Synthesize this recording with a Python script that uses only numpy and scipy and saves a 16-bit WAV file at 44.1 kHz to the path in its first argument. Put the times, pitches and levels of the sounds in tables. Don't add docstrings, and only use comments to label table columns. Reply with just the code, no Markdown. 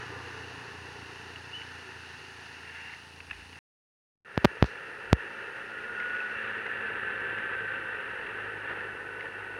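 import sys
import numpy as np
from scipy import signal
from scipy.fft import rfft, irfft, next_fast_len
from scipy.io import wavfile
from scipy.ndimage import map_coordinates

SR = 44100
rng = np.random.default_rng(int(sys.argv[2]) if len(sys.argv) > 2 else 0)


def store_wav(level_fs):
    pcm = np.round(np.clip(np.atleast_2d(level_fs), -1, 1) * 32767)
    wavfile.write(sys.argv[1], SR, pcm.T.astype(np.int16))


N = 422919

# (frequency [Hz], density [dB per Hz, relative])
DRIVE_SPECTRUM = [(900, -44), (1150, -13.5), (1300, -6.5), (1460, -1.5), (1620, -4), (1740, 0.5),
                  (1900, -3), (2050, -11), (2220, -15), (2380, -12.5), (2520, -15), (2680, -6), (2900, -16),
                  (3150, -23), (4000, -33.5), (6000, -62)]
# (frequency [Hz], density [dB per Hz, relative])
PANEL_SPECTRUM = [(300, -20), (600, -23.5), (950, -5.5), (1150, -12.5), (1750, 7), (2350, -4), (2780, 3.5),
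                  (3000, -14.5), (3300, -14.5), (6000, -35.5), (10000, -50)]


def amp(db):
    return 10 ** (np.asarray(db) / 20)


def unit(x):
    return x / np.sqrt(np.mean(x ** 2) + 1e-20)


def curve(rows):
    return np.interp(np.arange(N) / SR, *np.transpose(rows))


def swell(at_s, width_s):
    return np.exp(-((np.arange(N) / SR - at_s) / width_s) ** 2)


def stroke(start_s, end_s, attack, release):
    t = np.arange(N) / SR
    before = np.maximum(start_s - t, 0)
    after = np.maximum(t - end_s, 0)
    return amp(-20 * (before / attack + after / release))


def wobble(rate):
    knots = rng.standard_normal(int(N * rate / SR) + 4)
    return map_coordinates(knots, [np.arange(N) * rate / SR])


def filtered(x, response):
    m = next_fast_len(N + 8192)
    gain = response(np.fft.rfftfreq(m, 1 / SR))
    return irfft(rfft(x, m) * gain, m)[:N]


def coloured(x, spectrum):
    f, db = np.transpose(spectrum)
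    knots = np.log(np.r_[f[0] / 2, f, f[-1] * 2])
    levels = np.r_[db[0] - 20, db, db[-1] - 20]
    return filtered(x, lambda hz: amp(np.interp(np.log(hz + 1), knots, levels)))


def noise(spectrum, gate=1):
    return unit(coloured(gate * rng.standard_normal(N), spectrum))


def tone(hz):
    return np.sqrt(2) * np.sin(2 * np.pi * np.cumsum(hz) / SR)


def puffs(cycle, depth, sharpness):
    return 1 + depth * np.exp(sharpness * (np.cos(2 * np.pi * cycle) - 1))


def engine(firing_hz, throttle, hum_db, exhaust_db):
    # (multiple of the firing rate, coasting level [dB], pulling level [dB])
    harmonics = [(1, -34, -8), (2, -22, 2.5), (3, 0, -14.5), (5, -8, -22), (6, -11, -9.5), (7, -14, -6.5),
                 (9, -9, -9), (10, -11, -20), (11, -14, -18)]
    # (frequency [Hz], density [dB per Hz, relative])
    coast_spectrum = [(35, -35), (60, -12), (90, -10), (160, -12.5), (220, -17), (280, -4.5), (335, -7),
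                      (400, -0.5), (470, -1.5), (530, -8.5), (600, -19), (720, -9.5), (930, -4.5),
                      (1100, -6.5), (1500, -36)]
    pull_spectrum = [(35, -29), (52, -16.5), (100, -11.5), (200, -12), (290, -11), (345, -7), (410, -1),
                     (470, -1), (530, -3), (600, -12.5), (720, -11), (940, -5.5), (1100, -15), (1500, -40)]
    hum = np.zeros(N)
    for multiple, coast_db, pull_db in harmonics:
        level_db = coast_db + throttle * (pull_db - coast_db) + 2.3 * wobble(8)
        hum += amp(level_db) * tone(round(multiple) * firing_hz)
    gate = puffs(np.cumsum(firing_hz) / SR, depth=0.483, sharpness=2.7) * amp(1.1 * wobble(45))
    coasting = amp(-1.42) * (1 - throttle) * noise(coast_spectrum, gate)
    pulling = throttle * noise(pull_spectrum, gate)
    exhaust = amp(exhaust_db) * (coasting + pulling)
    return amp(hum_db) * hum + boom(firing_hz, throttle) + exhaust


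def boom(firing_hz, throttle, coast_db=-52, fade_db_per_s=5.5, load_at_s=6.65, load_width_s=1.1,
         fourth_db=-59.5, tenth_db=-60):
    coasting = (1 - throttle) * amp(coast_db - fade_db_per_s * np.arange(N) / SR)
    loaded = amp(fourth_db) * swell(load_at_s, load_width_s)
    fourth = (coasting + loaded) * amp(1.3 * wobble(6.5))
    tenth = throttle * amp(tenth_db + wobble(6)) * swell(load_at_s, 2.0 * load_width_s)
    return fourth * tone(4 * firing_hz) + tenth * tone(10 * firing_hz)


def speed_level(speed_hz, throttle):
    # (level at the start of the coast [dB], loss while coasting [dB per 100 Hz of whine pitch],
    #  level pulling at top speed [dB], loss below top speed [dB per 100 Hz])
    exhaust_law = (-44.8, 7, -45.4, 2.6)
    idle_db = -59.5
    coast_db, coast_slope, pull_db, pull_slope = exhaust_law
    slowed = (speed_hz[0] - speed_hz) / 100
    below_top = (speed_hz.max() - speed_hz) / 100
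    coasting = (1 - throttle) * (coast_db - coast_slope * slowed)
    pulling = throttle * (pull_db - pull_slope * below_top)
    return np.maximum(coasting + pulling, idle_db)


def belt_drive(firing_hz, throttle, shake_db, clutch_out_s=3.05, clutch_fade=0.25):
    # (time [s], level [dB])
    whirr_level = [(0, -42), (0.6, -45.5), (1.3, -48.5), (2.2, -48.5), (3.05, -54), (4.3, -42),
                   (5.8, -38.5), (6.45, -34.5), (7.6, -34.8), (8.6, -38), (9, -40.5), (9.58, -40)]
    gate = puffs(np.cumsum(firing_hz) / SR, depth=0.19, sharpness=3) * amp(1.19 * wobble(220))
    clutch = np.maximum(throttle, stroke(0, clutch_out_s, clutch_fade, clutch_fade))
    level_db = curve(whirr_level) + shake_db - 3.0 + 1.218 * throttle + 0.65 * wobble(12)
    return clutch * amp(level_db) * noise(DRIVE_SPECTRUM, gate)


def whine(speed_hz, ring_hz=1735, ring_db=-42, ring_at_s=7.044, ring_width_s=0.483):
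    # (frequency [Hz], half width at half gain [Hz], level [dB])
    case_modes = [(1191.8, 18.5, -56), (1430, 10, -48), (1458, 13, -36), (1515, 30, -51), (1551, 10, -42)]
    sweep = sum(amp(db) / (1 + ((speed_hz - hz) / width) ** 2) for hz, width, db in case_modes)
    ring = amp(ring_db) * swell(ring_at_s, ring_width_s)
    out = np.zeros(N)
    for hz, gain in ((speed_hz, sweep), (ring_hz, ring)):
        pitch = hz * (1 + 0.005 * wobble(90))
        out += gain * amp(1.8 * wobble(35)) * tone(pitch)
    return out


def tyres(puddle_at_s=4.66, splash_db=-52):
    # (time [s], level [dB])
    wet_level = [(0, -56.5), (2.6, -58), (3.58, -60.5), (4.3, -64.5), (6.3, -66), (7, -70.5), (9.58, -70)]
    # (frequency [Hz], density [dB per Hz, relative])
    tyre_spectrum = [(100, 3.5), (600, -5.5), (900, 8), (1100, -3), (1250, 2), (1800, 7.5), (2350, -2),
                     (2700, 10), (2900, 7.5), (3150, -4.5), (3900, -2.5), (4550, -1.5), (5000, -5),
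                     (5800, -6.5), (6600, -9.5), (7600, -22.5), (12000, -46.5)]
    spray_spectrum = [(2500, -10.5), (4300, 4), (5100, -6.5), (5900, -3), (7000, -13.5), (9000, -21.5)]
    burst = amp(splash_db) * stroke(puddle_at_s, puddle_at_s, attack=0.035, release=0.098)
    splash = burst * noise(spray_spectrum, amp(2.1 * wobble(400)))
    hiss_db = curve(wet_level) + 8.5 + 0.48 * wobble(7.1)
    return splash + amp(hiss_db) * noise(tyre_spectrum, amp(1.0 * wobble(500)))


def panel_drone(hz=380, db=-62.5, at_s=2.108, width_s=0.7):
    pitch = hz * (1 + 0.012 * wobble(40))
    return amp(db + 2.5 * wobble(22)) * swell(at_s, width_s) * tone(pitch)


def rattles(t60_s=0.028, crack_t60_s=0.0135, ring_db=-4, crack_db=-2):
    # (time [s], level before the ring and crack trims [dB], main ring [Hz])
    knocks = [(1.3586, -31, 2866), (1.6163, -28, 2842), (2.9367, -31.5, 2080), (3.2036, -27, 2665),
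              (3.3107, -22, 2626), (3.5286, -35, 2860), (3.5568, -36, 2680), (6.0004, -25.5, 2080),
              (6.2027, -24, 2600), (6.6648, -22, 2024), (6.8699, -26, 2610), (7.3841, -24, 2100),
              (9.208, -27, 2080)]
    t = np.arange(SR // 10) / SR
    out, crack = np.zeros(N + len(t)), noise(PANEL_SPECTRUM)
    for s, db, hz in list(knocks) + chatter():
        start = round(s * SR)
        ring = amp(ring_db - 60 * t / t60_s) * np.sin(2 * np.pi * hz * t)
        snap = amp(crack_db - 60 * t / crack_t60_s) * crack[start:start + len(t)]
        onset = 1 - np.exp(-t / 0.00072)
        out[start:start + len(t)] += amp(db) * (ring + snap) * onset
    return out[:N]


def chatter(count=3, scatter_db=2, scatter_pitch=0.078):
    # (from [s], to [s], central level before the trims [dB], central ring [Hz])
    bursts = [(3.295, 3.335, -33, 2710), (3.36, 3.44, -40, 2500), (8.69, 8.85, -29, 1572)]
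    taps = []
    for start, end, db, hz in bursts:
        for k in range(count):
            at = start + (end - start) * (k + rng.random()) / count
            level_db = db + scatter_db * rng.normal()
            taps.append((at, level_db, hz * np.exp(scatter_pitch * rng.normal())))
    return taps


def brake(sing_hz=2765, sing_db=-52, release=0.11):
    # (fully on [s], let go [s], level [dB], rise [s per 20 dB])
    presses = [(2.76, 2.928, -46, 0.59), (3.336, 3.398, -52.5, 0.15), (3.565, 3.568, -50, 0.01)]
    rub = sum(amp(db) * stroke(on, off, rise, release) for on, off, db, rise in presses)
    on, off = presses[0][:2]
    sing_gain = amp(sing_db + 2.0 * wobble(200)) * stroke(on, off, attack=0.2, release=0.037)
    sing = sing_gain * tone(sing_hz * (1 + 0.00846 * wobble(300)))
    return sing + rub * noise(PANEL_SPECTRUM, amp(2.2 * wobble(150)))


def squeak(start_s=1.535, end_s=1.57, hz=2960, db=-42, scoop_hz=90, scoop_s=0.02):
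    unsteady = hz * (1 + 0.01204 * wobble(60) + 0.0087 * wobble(300))
    pitch = unsteady - scoop_hz * swell(start_s, scoop_s)
    gain = amp(db + 2.6 * wobble(200)) * stroke(start_s, end_s, attack=0.022, release=0.11)
    return gain * tone(pitch)


def bump(at_s=3.37, width_s=0.13, thud_hz=60, db=-58):
    return amp(db) * swell(at_s, width_s) * tone(thud_hz * (1 + 0.14 * wobble(40)))


def oncoming(at_s=1.741, width_s=0.265, db=-51):
    return amp(db) * swell(at_s, width_s) * noise(DRIVE_SPECTRUM)


def pops():
    # (time [s], step before filtering [dB], discharge time constant [s])
    voltage_steps = [(4.3771, -5.3, .001), (4.4454, -5, .001), (4.4487, 5, .0009), (4.4538, 3.5, .0009),
                     (4.626, 0, .022), (4.6428, -15, .017), (5.1299, 6, .08)]
    # (frequency [Hz], gain [dB])
    pop_colour = [(25, -35), (42, -14), (60, -6), (100, -1), (1000, -0.5), (3000, -2), (5000, -6.5),
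                  (6500, -17), (8200, -29), (10000, -26), (12000, -22), (15500, -16)]
    t = np.arange(SR) / SR
    steps = np.zeros(N)
    for s, db, leak_s in voltage_steps:
        steps[round(s * SR):][:len(t)] += amp(db) * np.exp(-t / leak_s)
    bass_cut = signal.butter(4, 60, "high", fs=SR, output="sos")
    return coloured(signal.sosfilt(bass_cut, steps), pop_colour)


def limiter(x, ceiling_db, release_db_per_s):
    over = np.maximum(20 * np.log10(np.abs(x) + 1e-9) - ceiling_db, 0)
    recovery = release_db_per_s * np.arange(N) / SR
    return x * amp(recovery - np.maximum.accumulate(over + recovery))


def scene(throttle_opens_s=4, jolt_width_s=0.025):
    # (time [s], pitch [Hz])
    road_speed = [(0, 1205), (3.6, 935), (4.25, 1370), (5.6, 1414), (6.32, 1473), (6.75, 1538), (7.4, 1554),
                  (7.85, 1546), (9.59, 1484)]
    # (time [s], firings per second [Hz])
    firing_rate = [(0, 29.3), (1.2, 29.1), (2.85, 27.6), (3.6, 28.7), (4.25, 55.2), (6.2, 54.9),
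                   (7.7, 53.4), (8.3, 52), (9.59, 49.8)]
    # (time [s], level [dB])
    hum_level = [(0, -56), (1, -55.5), (2, -60), (3, -61), (3.58, -58), (4.3, -72), (5.6, -77.5),
                 (7.5, -59), (8.05, -64.5), (8.6, -57), (9.2, -65.5), (9.58, -59)]
    # (time [s], level added [dB])
    jolts = [(8.71, 4), (8.78, 3.5), (8.84, 2.5)]
    speed_hz = curve(road_speed)
    firing_hz = curve(firing_rate) * (1 + 0.00403 * wobble(14))
    throttle = (np.arange(N) / SR > throttle_opens_s).astype(float)
    shake_db = sum(db * swell(s, jolt_width_s) for s, db in jolts)
    exhaust_db = speed_level(speed_hz, throttle) + shake_db
    motor = engine(firing_hz, throttle, curve(hum_level), exhaust_db)
    drive = belt_drive(firing_hz, throttle, shake_db) + whine(speed_hz)
    contacts = panel_drone() + rattles() + brake() + squeak() + bump()
    return (motor + drive + tyres() + contacts + oncoming())[None]


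def record(dry, wake_db=-11, wake_s=0.06, top_hz=16200):
    # (from [s], to [s])
    dropout = (3.59, 4.248)
    # (frequency [Hz], density [dB per Hz, relative])
    hiss_spectrum = [(2000, -4.5), (6500, -9), (7600, -6.5), (8600, 0), (9600, 2.5), (10500, -1),
                     (12000, -12.5), (14000, -15.5), (15700, -13.5)]
    t = np.arange(N) / SR
    back = t > dropout[1]
    wake = amp(wake_db * np.exp(-np.abs(t - dropout[1]) / wake_s))
    alive = (t < dropout[0]) + back * wake
    hiss = amp(-68.0 - 2.4 * back) * noise(hiss_spectrum)
    held = limiter((dry[0] + hiss) * alive + pops(), ceiling_db=-1, release_db_per_s=90)
    return filtered(held, lambda hz: 1 / (1 + (hz / top_hz) ** 120))[None]


dry = scene()
out = record(dry)
store_wav(out)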